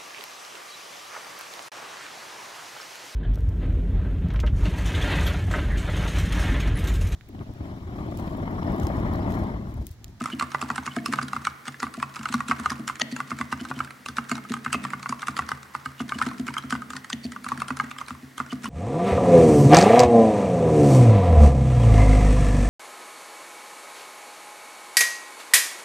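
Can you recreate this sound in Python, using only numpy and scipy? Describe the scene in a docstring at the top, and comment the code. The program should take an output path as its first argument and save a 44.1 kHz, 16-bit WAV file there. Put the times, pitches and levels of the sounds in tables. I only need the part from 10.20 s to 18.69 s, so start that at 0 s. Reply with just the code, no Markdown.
"""Quick typing on a silenced mechanical keyboard

On a desk in a small, soft room, close to a stereo microphone, over a faint hiss. A light, bright touch
of a cap leads to a dull knock on its rubber damper, and keys that bottom out thump the case and desk.
Loose caps rattle, a switch squeaks now and then, and long keys clack on their stabilisers."""
import sys
import numpy as np
from scipy import signal
from scipy.fft import rfft, irfft
from scipy.io import wavfile

SR = 44100
rng = np.random.default_rng(int(sys.argv[2]) if len(sys.argv) > 2 else 0)


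def unload_audio(sound):
    """Save the sound as a 16-bit wav file, at the path given as the first command line argument."""
    columns = np.transpose(np.atleast_2d(sound))
    # keep every value between -1 and 1, then stretch to whole-number steps
    steps = np.round(np.clip(columns, -1, 1) * 32767)
    wavfile.write(sys.argv[1], SR, steps.astype(np.int16))


N = 374409
T = np.arange(N) / SR
RING = T[:SR // 8]  # time axis of one short sound, in seconds
MIDDLE = RING.mean()
CENTRED = RING - MIDDLE  # for sounds that swell before their moment of contact
SIDE = np.array([[1], [-1]])  # adds on the left, subtracts on the right
CAP_HZ, TOP_HZ = 1300, 16000

# Caps meeting their dampers, pressed or let go. Each row: start in seconds, knock and tick levels in dB.
DAMPER_HITS = [(.010, -26, -55.5), (.058, -19, -34), (.101, -30.5, -42), (.210, -17, -41),
               (.224, -17.5, -33), (.347, -15, -59), (.425, -21.5, -37), (0.502, -15.5, -37.5),
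               (0.58, -19.5, -37.5), (.676, -21, -60), (.765, -24.5, -61), (.860, -21, -22),
               (.936, -16, -30.5), (.987, -14.5, -47), (1.015, -26, -37), (1.029, -28, -33.5),
               (1.132, -18, -34.5), (1.164, -19, -43), (1.270, -14.5, -32.5), (1.481, -25.5, -32.5),
               (1.629, -18.5, -31), (1.64, -24.5, -50), (1.827, -16, -35), (1.965, -27, -35),
               (2.056, -17.5, -37), (2.141, -15.5, -26.5), (2.205, -18, -39), (2.312, -11.5, -32),
               (2.317, -15.5, -41), (2.398, -29, -36), (2.459, -12, -32), (2.518, -22, -34),
               (2.697, -19.5, -44), (3.003, -19, -36), (3.116, -19, -49), (3.212, -18.5, -30),
               (3.326, -18, -31.5), (3.451, -29, -39.5), (3.513, -21, -51), (3.604, -16, -54),
               (3.984, -14.5, -42), (4.115, -17.5, -28.5), (4.18, -30, -49), (4.339, -21, -30),
               (4.462, -17.5, -48), (4.544, -16.5, -39), (4.650, -20.5, -37), (4.734, -19.5, -41.5),
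               (4.859, -20.5, -58), (4.925, -18.5, -39), (5.029, -22.5, -57), (5.083, -17, -26),
               (5.177, -27, -34), (5.191, -14.5, -35), (5.317, -17, -33.5), (5.550, -18.5, -39),
               (5.659, -21.5, -36), (5.802, -25.5, -46), (5.921, -17, -37), (6.015, -13.5, -45),
               (6.065, -25.5, -39), (6.113, -28.5, -45), (6.285, -21.5, -59), (6.367, -19, -46),
               (6.525, -16.5, -32), (6.552, -23.5, -41), (6.734, -28.5, -38.5), (7.162, -27, -53),
               (7.264, -23, -50), (7.318, -16, -58), (7.419, -17, -35.5), (7.505, -20, -40),
               (7.599, -14, -53), (7.713, -30, -36.5), (7.813, -24.5, -43), (7.906, -26, -42),
               (8.201, -17.5, -43), (8.324, -29.5, -59), (8.456, -24, -35)]
# Keys bottoming out. Each row: start in seconds, relative level in dB.
BOTTOM_OUTS = [(.011, -22), (0.131, -23.5), (.222, -29), (.426, -25.5), (.503, -28), (.582, -28),
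               (0.668, -33.5), (.766, -18.5), (.885, -23), (0.93, -23.5), (1.025, -27), (1.163, -34),
               (1.475, -32), (1.626, -25.5), (1.775, -28), (1.992, -30), (2.098, -29.5), (2.142, -17.5),
               (2.29, -22), (2.396, -26), (2.51, -27.5), (2.593, -26.5), (2.818, -27), (2.923, -23),
               (3.116, -27), (3.202, -25.5), (3.325, -26.5), (3.410, -25.5), (3.499, -30.5), (3.564, -30),
               (3.602, -29.5), (3.885, -34), (3.979, -27.5), (4.114, -20), (4.303, -20.5), (4.461, -34),
               (4.546, -21), (4.634, -29.5), (4.735, -36), (4.893, -28), (5.082, -29.5), (5.217, -35.5),
               (5.317, -52), (5.658, -35), (5.803, -21.5), (5.954, -25.5), (6.064, -20), (6.195, -20.5),
               (6.284, -30), (6.44, -28.5), (6.525, -22), (6.746, -34.5), (6.931, -25.5), (7.048, -22.5),
               (7.26, -33), (7.320, -28), (7.376, -31), (7.506, -24.5), (7.633, -31), (7.907, -31),
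               (8.028, -34), (8.199, -27), (8.325, -21), (8.438, -28), (8.475, -26)]
# A keycap's resonances. Each row: frequency in Hz, level in dB, time to fall 60 dB in seconds.
CAP_MODES = [(793.5, -17, 0.039), (1042, -1.5, 0.0091), (1235.4, 1, 0.035), (1506, -4, 0.029),
             (2115, -12.5, 0.034), (2800, -20, 0.033)]
# The spectrum of a plastic tick. Each row: frequency in Hz, relative level in dB.
TICK_SPECTRUM = [(500, -7), (1000, -11), (1800, 6.5), (3000, 0.5), (4500, -0.5), (6500, -3), (8300, -3.5),
                 (9100, -8.5), (9700, -3), (10400, -14), (13000, -18.5), (16000, -38)]


def undb(db):
    """Decibels to gain."""
    return 10 ** (np.asarray(db) / 20)


def add(out, s, sound):
    """Mix a sound into both channels from a time in seconds; what falls outside is dropped."""
    start = int(s * SR)
    sound = sound[..., max(0, -start):max(0, N - start)]
    start = max(0, start)
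    out[:, start:start + sound.shape[-1]] += sound


def colour(x, spectrum):
    """Shape a sound by (Hz, dB) points, keeping the power of white noise."""
    hz, db = np.transpose(spectrum)
    size = x.shape[-1]
    bin_hz = np.arange(size // 2 + 1) * SR / size
    gain = undb(np.interp(np.log(bin_hz + 1), np.log(hz), db))
    return irfft(rfft(x) * gain / np.sqrt(np.mean(gain ** 2)), size)


def stereo_noise(size, side_db, wide_hz=450):
    """White noise at two close microphones: the bass is alike, the treble differs."""
    mid, side = rng.standard_normal((2, size))
    side = signal.lfilter(*signal.butter(1, wide_hz, "highpass", fs=SR), side)
    return mid + undb(side_db) * side * SIDE


def ring(modes, t, pitch=1, scatter_db=0, detune=0, alternate=False):
    """Damped modes after a blow; their strengths and pitches vary with the spot that is struck."""
    hz, db, t60 = np.transpose(modes)[:, :, None]
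    gain = undb(db + scatter_db * rng.standard_normal(db.shape))
    gain *= np.sqrt(np.sum(undb(db) ** 2 * t60) / np.sum(gain ** 2 * t60))  # same energy in every blow
    hz = hz * pitch * (1 + detune * rng.standard_normal(hz.shape))
    if alternate:  # neighbouring modes move in opposite directions, so the first cycles swell
        gain *= (-1) ** np.arange(len(hz))[:, None]
    return np.sum(gain * np.sin(2 * np.pi * hz * t) * np.exp(-np.log(1000) * t / t60), axis=0)


def background(hiss_db=-53, whine_db=-75, whine_hz=5900, side_db=-7, wide_band_hz=(120, 3000)):
    """Steady room air, wide in its middle range, and microphone hiss with a thin electrical whine."""
    # The spectrum of air and hiss. Each row: frequency in Hz, relative level in dB.
    hiss_spectrum = [(30, -39), (80, -4.5), (250, -5.5), (500, -10.5), (1200, -13), (2000, -7),
                     (2600, -16.5), (4000, -18), (8000, -22.5), (16000, -27)]
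    mid, side = colour(rng.standard_normal((2, N)), hiss_spectrum)
    side = undb(side_db) * signal.lfilter(*signal.butter(1, wide_band_hz, "bandpass", fs=SR), side)
    whine = undb(whine_db) * np.sin(2 * np.pi * whine_hz * T)
    return undb(hiss_db) * (mid + side * SIDE) + whine


def room(x, wet_db=-19, t60_s=0.99, treble_t60_s=0.9, split_hz=2600, build_s=0.0043):
    """Faint reflections from the desk and near walls; the treble dies first."""
    # The spectrum of the reflections. Each row: frequency in Hz, relative level in dB.
    room_spectrum = [(100, 11), (300, 18.5), (600, 16), (1250, 7), (2200, 11), (4000, 3.5), (10000, -5),
                     (16000, -38.5)]
    t = T[:SR // 2]
    noise = colour(stereo_noise(len(t), side_db=0.5, wide_hz=795), room_spectrum)
    noise *= 1 - np.exp(-t / build_s)
    low = signal.sosfiltfilt(signal.butter(3, split_hz, fs=SR, output="sos"), noise)
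    tail = low * undb(-60 * t / t60_s) + (noise - low) * undb(-60 * t / treble_t60_s)
    tail /= np.sqrt(np.sum(tail ** 2) / 2)
    return undb(wet_db) * signal.fftconvolve(x, tail, axes=1)[:, :N]


def slide(before_s, after_s, grain_db=13.0):
    """Rubbing plastic: uneven grains that swell up to MIDDLE and fade."""
    knots = RING[::SR // 500]  # a new grain every 2 ms
    grains = undb(grain_db * np.interp(RING, knots, rng.uniform(-1.5, 1.5, len(knots))))
    swell = np.exp(-abs(CENTRED) / np.where(CENTRED < 0, before_s, after_s))
    return stereo_noise(len(RING), side_db=-8) * grains * swell


def fingertips(touch_db=-51, lead_s=0.02, brush_db=-29, brush_within_s=0.043, brush_hz=1280):
    """A fingertip lands just before the knock, then brushes the hollow cap, more after a hard stroke."""
    lands, brushes = np.zeros((2, 2, N))
    for (s, db, _), (early, weight, late) in zip(DAMPER_HITS, rng.random((len(DAMPER_HITS), 3))):
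        land = undb(touch_db) * weight * slide(before_s=0.0093, after_s=0.006)
        brush = undb(db + brush_db) * slide(before_s=0.004, after_s=0.042)
        add(lands, s - lead_s * early - MIDDLE, land)
        add(brushes, s + brush_within_s * late - MIDDLE, brush)
    hollow_cap = signal.iirpeak(brush_hz, Q=1.7, fs=SR)
    return colour(lands, TICK_SPECTRUM) + signal.lfilter(*hollow_cap, brushes)


def squeaks(swell_s=0.0079):
    """A stem sticks and slips for a few milliseconds: rough rubbing in one narrow resonance."""
    # Stems rubbing in their housings. Each row: peak time in seconds, pitch in Hz, level in dB.
    stem_rubs = [(.130, 2960, -32.5), (.722, 3000, -40), (2.924, 4470, -41), (3.405, 2980, -40.5),
                 (3.565, 3020, -45), (4.546, 2635, -26), (5.800, 2900, -38.5), (5.950, 2920, -39.5),
                 (7.047, 4470, -37), (8.315, 2980, -36.5), (8.462, 2910, -37)]
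    out = np.zeros((2, N))
    swell = np.exp(-0.5 * (CENTRED / swell_s) ** 2)
    for s, hz, db in stem_rubs:
        rub = swell * signal.lfilter(*signal.iirpeak(hz, Q=30, fs=SR), rng.standard_normal(len(RING)))
        rub *= np.sqrt(np.sum(swell ** 2) / np.sum(rub ** 2) / 2)
        add(out, s - MIDDLE, undb(db) * rub)
    return out


def long_key(slide_db=-17, slide_s=0.0038, damping_s=0.017):
    """The stabiliser slides, then chatters against its clips: a bright clack, damped by the finger."""
    # Stabiliser clacks. Each row: time in seconds, level in dB, decay of the contact in seconds.
    clacks = [(1.475, -22.5, 0.0079), (2.8171, -3, 0.00021), (6.929, -10.5, 0.0014)]
    # The wire bar and cap. Each row: frequency in Hz, level in dB, free 60 dB decay time in seconds.
    bar_modes = [(695, -5.5, 0.02), (1890, -1.5, 0.023), (2850, -2, 0.011), (3320, 1, 0.0097),
                 (3500, 1, 0.0093), (4360, -1, 0.0049), (6200, -7, 0.018), (6730, -5, 0.006)]
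    out = np.zeros((2, N))
    bar = ring(bar_modes, RING, alternate=True) * np.exp(-(RING / damping_s) ** 2)
    approach = undb(slide_db) * np.exp(-abs(CENTRED) / slide_s)
    for s, db, contact_s in clacks:
        force = np.where(CENTRED < 0, approach, np.exp(-abs(CENTRED) / contact_s))
        clack = signal.fftconvolve(force * stereo_noise(len(RING), side_db=-12.5), bar[None])
        clack /= np.sqrt(np.sum(clack ** 2) / SR / 0.00048)
        add(out, s - MIDDLE, undb(db) * clack)
    return out


def thud(modes, swell_s, pitch=1):
    """A cushioned push: the modes swell over their first cycles, a little differently for every key."""
    t = T[:SR // 2]
    return ring(modes, t, pitch, scatter_db=4.0) * (1 - np.exp(-(t / swell_s) ** 2))


def case_and_desk(contacts, level_db=-2, knock_to_case_db=-25, knock_to_desk_db=-28, hand_detune=0.013):
    """Keys bottoming out ring the desk and the case, which the hand detunes; knocks shake both a bit."""
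    # The case on its feet. Each row: frequency in Hz, level in dB, time to fall 60 dB in seconds.
    case_modes = [(199, -23, 1), (232.5, -4.5, 0.25), (247.95, 4, 0.15), (285, -10.5, 0.14),
                  (307.6, -7, 0.14), (432, -9.5, 0.051), (679, -6, 0.038)]
    # The desk top. Each row: frequency in Hz, level in dB, time to fall 60 dB in seconds.
    desk_modes = [(79.4, 0.5, 0.33), (136, 6, 0.37)]
    # The feet cushion the desk: it follows only a share of each dB of thump.
    typical_thump_db, typical_desk_db, desk_share = -20, -41.5, 0.19
    thumps = [(s, db, typical_desk_db + desk_share * (db - typical_thump_db)) for s, db in BOTTOM_OUTS]
    shakes = [(s, db + knock_to_case_db, db + knock_to_desk_db) for s, _, db, _ in contacts]
    out = np.zeros((2, N))
    for s, case_db, desk_db in thumps + shakes:
        case = thud(case_modes, swell_s=0.0053, pitch=1 + hand_detune * rng.standard_normal())
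        desk = thud(desk_modes, swell_s=0.0092)
        add(out, s, undb(case_db) * case + undb(desk_db) * desk)
    return undb(level_db) * out


def tick(decay_s=0.0022, rub_s=0.0031, rub_db=-9, tail_s=0.022, tail_db=-18, patchy_db=5.0):
    """Plastic on plastic: a short rub swells into a crack at MIDDLE; each cap has its own treble."""
    rub = undb(rub_db) * np.exp(-abs(CENTRED) / rub_s)
    crack = np.exp(-abs(CENTRED) / decay_s) + undb(tail_db) * np.exp(-abs(CENTRED) / tail_s)
    burst = stereo_noise(len(RING), side_db=-11.0) * np.where(CENTRED < 0, rub, crack)
    hz = np.linspace(1000, TOP_HZ, 36)
    resonances = np.column_stack([hz, patchy_db * rng.standard_normal(len(hz))])
    burst = colour(burst, resonances)
    return burst / np.sqrt(np.sum(burst ** 2) / SR / 0.021)


def knock(hz, bounce_db=-13, side_db=-15):
    """A cap meets its damper and bounces once; each microphone hears the modes a little differently."""
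    mid = ring(CAP_MODES, RING, hz / CAP_HZ, scatter_db=2.5, detune=0.019, alternate=True)
    side_pitch = hz / CAP_HZ * rng.uniform(0.98, 1.27)
    side = ring(CAP_MODES, RING, side_pitch, scatter_db=-2) * rng.choice([-1, 1])
    cap = mid + undb(side_db) * side * SIDE
    cap /= np.sqrt(np.sum(cap ** 2) / SR / 0.02)
    lag = int(rng.uniform(0.001898, 0.0084) * SR)
    bounce = np.pad(cap, ((0, 0), (lag, 0)))[:, :len(RING)]
    return cap + undb(bounce_db) * bounce


def cap_contacts(pitch_spread=0.045):
    """Knocks, first touches and nudges. Each row: start in seconds, pitch in Hz, knock and tick in dB."""
    # Loose caps tipping against their guides, most often 10-30 ms before a knock.
    # Each row: start in seconds, tick level in dB.
    touches = [(0.04, -34.5), (0.197, -26.5), (0.318, -37), (0.415, -28.5), (0.559, -32.5), (.664, -30),
               (0.926, -30), (.958, -36), (1.083, -36), (1.251, -29), (1.455, -42), (1.468, -40),
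               (1.602, -33.5), (1.74, -38), (1.800, -36), (1.947, -43), (1.959, -35.5), (1.992, -41),
               (2.032, -38), (2.088, -33), (2.125, -31.5), (2.284, -29.5), (2.297, -36), (2.503, -28.5),
               (2.678, -25.5), (2.688, -31), (2.756, -38.5), (2.798, -29), (2.964, -31), (3.106, -34.5),
               (3.188, -35.5), (3.59, -36.5), (3.647, -38.5), (3.707, -39), (3.861, -31), (3.886, -30.5),
               (3.969, -31), (4.095, -31), (4.154, -35.5), (4.168, -42.5), (4.32, -33.5), (4.448, -36),
               (4.529, -21.5), (4.64, -34.5), (4.704, -38), (4.829, -35), (4.893, -28.5), (4.994, -39),
               (5.020, -33.5), (5.071, -32), (5.167, -29.5), (5.290, -27.5), (5.430, -41), (5.893, -33),
               (5.987, -32), (6.024, -24), (6.088, -36.5), (6.268, -36.5), (6.280, -34), (6.340, -34),
               (6.382, -26.5), (6.506, -30), (6.704, -31), (6.766, -33.5), (6.845, -38), (6.901, -29.5),
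               (7.120, -37.5), (7.244, -33.5), (7.287, -31), (7.376, -37.5), (7.402, -32.5), (7.483, -33.5),
               (7.57, -33), (7.785, -33.5), (7.883, -36.5), (8.180, -30), (8.443, -31.5)]
    firm_hz, firm_db, rise_hz_per_db = 1268.2, -18, 0.5  # a harder knock stiffens the damper slightly
    touch_hz, touch_ring_db = 1396, 2.5  # a touch rings the cap higher; level over its tick
    nudge_db, nudge_tick_db, nudge_within_s = -48.5, -47, 0.1  # resting fingers nudge other caps
    rows = [(s, firm_hz + rise_hz_per_db * (db - firm_db), db, tick_db) for s, db, tick_db in DAMPER_HITS]
    rows += [(s, touch_hz, db + touch_ring_db, db) for s, db in touches]
    rows += [(s + nudge_within_s * rng.random(), CAP_HZ, nudge_db, nudge_tick_db) for s, *_ in DAMPER_HITS]
    return [(s, hz * (1 + pitch_spread * rng.standard_normal()), *levels) for s, hz, *levels in rows]


def keycaps(contacts, knock_db=-6, tick_db=-5, slide_db=-29, slide_s=0.014, scuff_db=-30,
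            rattle_db=-41, rattle_tick_db=-53, rattle_spread_s=0.018):
    """Each stroke slides along its guide, knocks and ticks, and shakes a nearby cap into a rattle."""
    knocks, ticks, rubs = np.zeros((3, 2, N))
    for s, hz, db, plastic_db in contacts:
        travel = np.clip((db - plastic_db) / 14, 0.05, 1)  # a dull knock slides longer than a touch
        add(knocks, s, undb(db + knock_db) * knock(hz))
        add(ticks, s - MIDDLE, undb(plastic_db + tick_db) * tick())
        add(rubs, s - MIDDLE, undb(db + slide_db) * slide(slide_s * travel, after_s=0.014))
        delay, strength, tune = rng.standard_normal(3)
        rattle_s = s + rattle_spread_s * abs(delay)
        rattle_hz = CAP_HZ * np.exp(0.16 * tune)
        add(knocks, rattle_s, undb(rattle_db + knock_db + 4.9 * strength) * knock(rattle_hz))
        add(ticks, rattle_s - MIDDLE, undb(rattle_tick_db + tick_db + 1.2 * strength) * tick())
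    for s, db in BOTTOM_OUTS:  # a stem pressed all the way down scuffs its housing
        add(ticks, s - MIDDLE, undb(db + scuff_db) * slide(before_s=0.015, after_s=0.017))
    cap = ring(CAP_MODES, RING, pitch=0.837, alternate=True)
    rubbed_caps = signal.fftconvolve(rubs, cap[None] / np.sqrt(np.sum(cap ** 2)))[:, :N]
    return knocks + rubbed_caps + colour(ticks + undb(-8.5) * rubs, TICK_SPECTRUM)


def scene(pan_db=0.55):
    """From the microphone, the caps sit slightly to the right, the case and desk in the middle."""
    contacts = cap_contacts()
    caps = keycaps(contacts) + fingertips() + long_key() + squeaks()
    direct = caps * undb([[-pan_db], [pan_db]]) + case_and_desk(contacts)
    return direct + room(direct) + background()


def record(dry):
    """The microphone drops the deepest bass and the top is cut."""
    low_cut = signal.butter(3, 52, "highpass", fs=SR, output="sos")
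    high_cut = signal.ellip(10, 0.2, 80, TOP_HZ, fs=SR, output="sos")
    return signal.sosfilt(high_cut, signal.sosfilt(low_cut, dry))


dry = scene()
out = record(dry)
unload_audio(out)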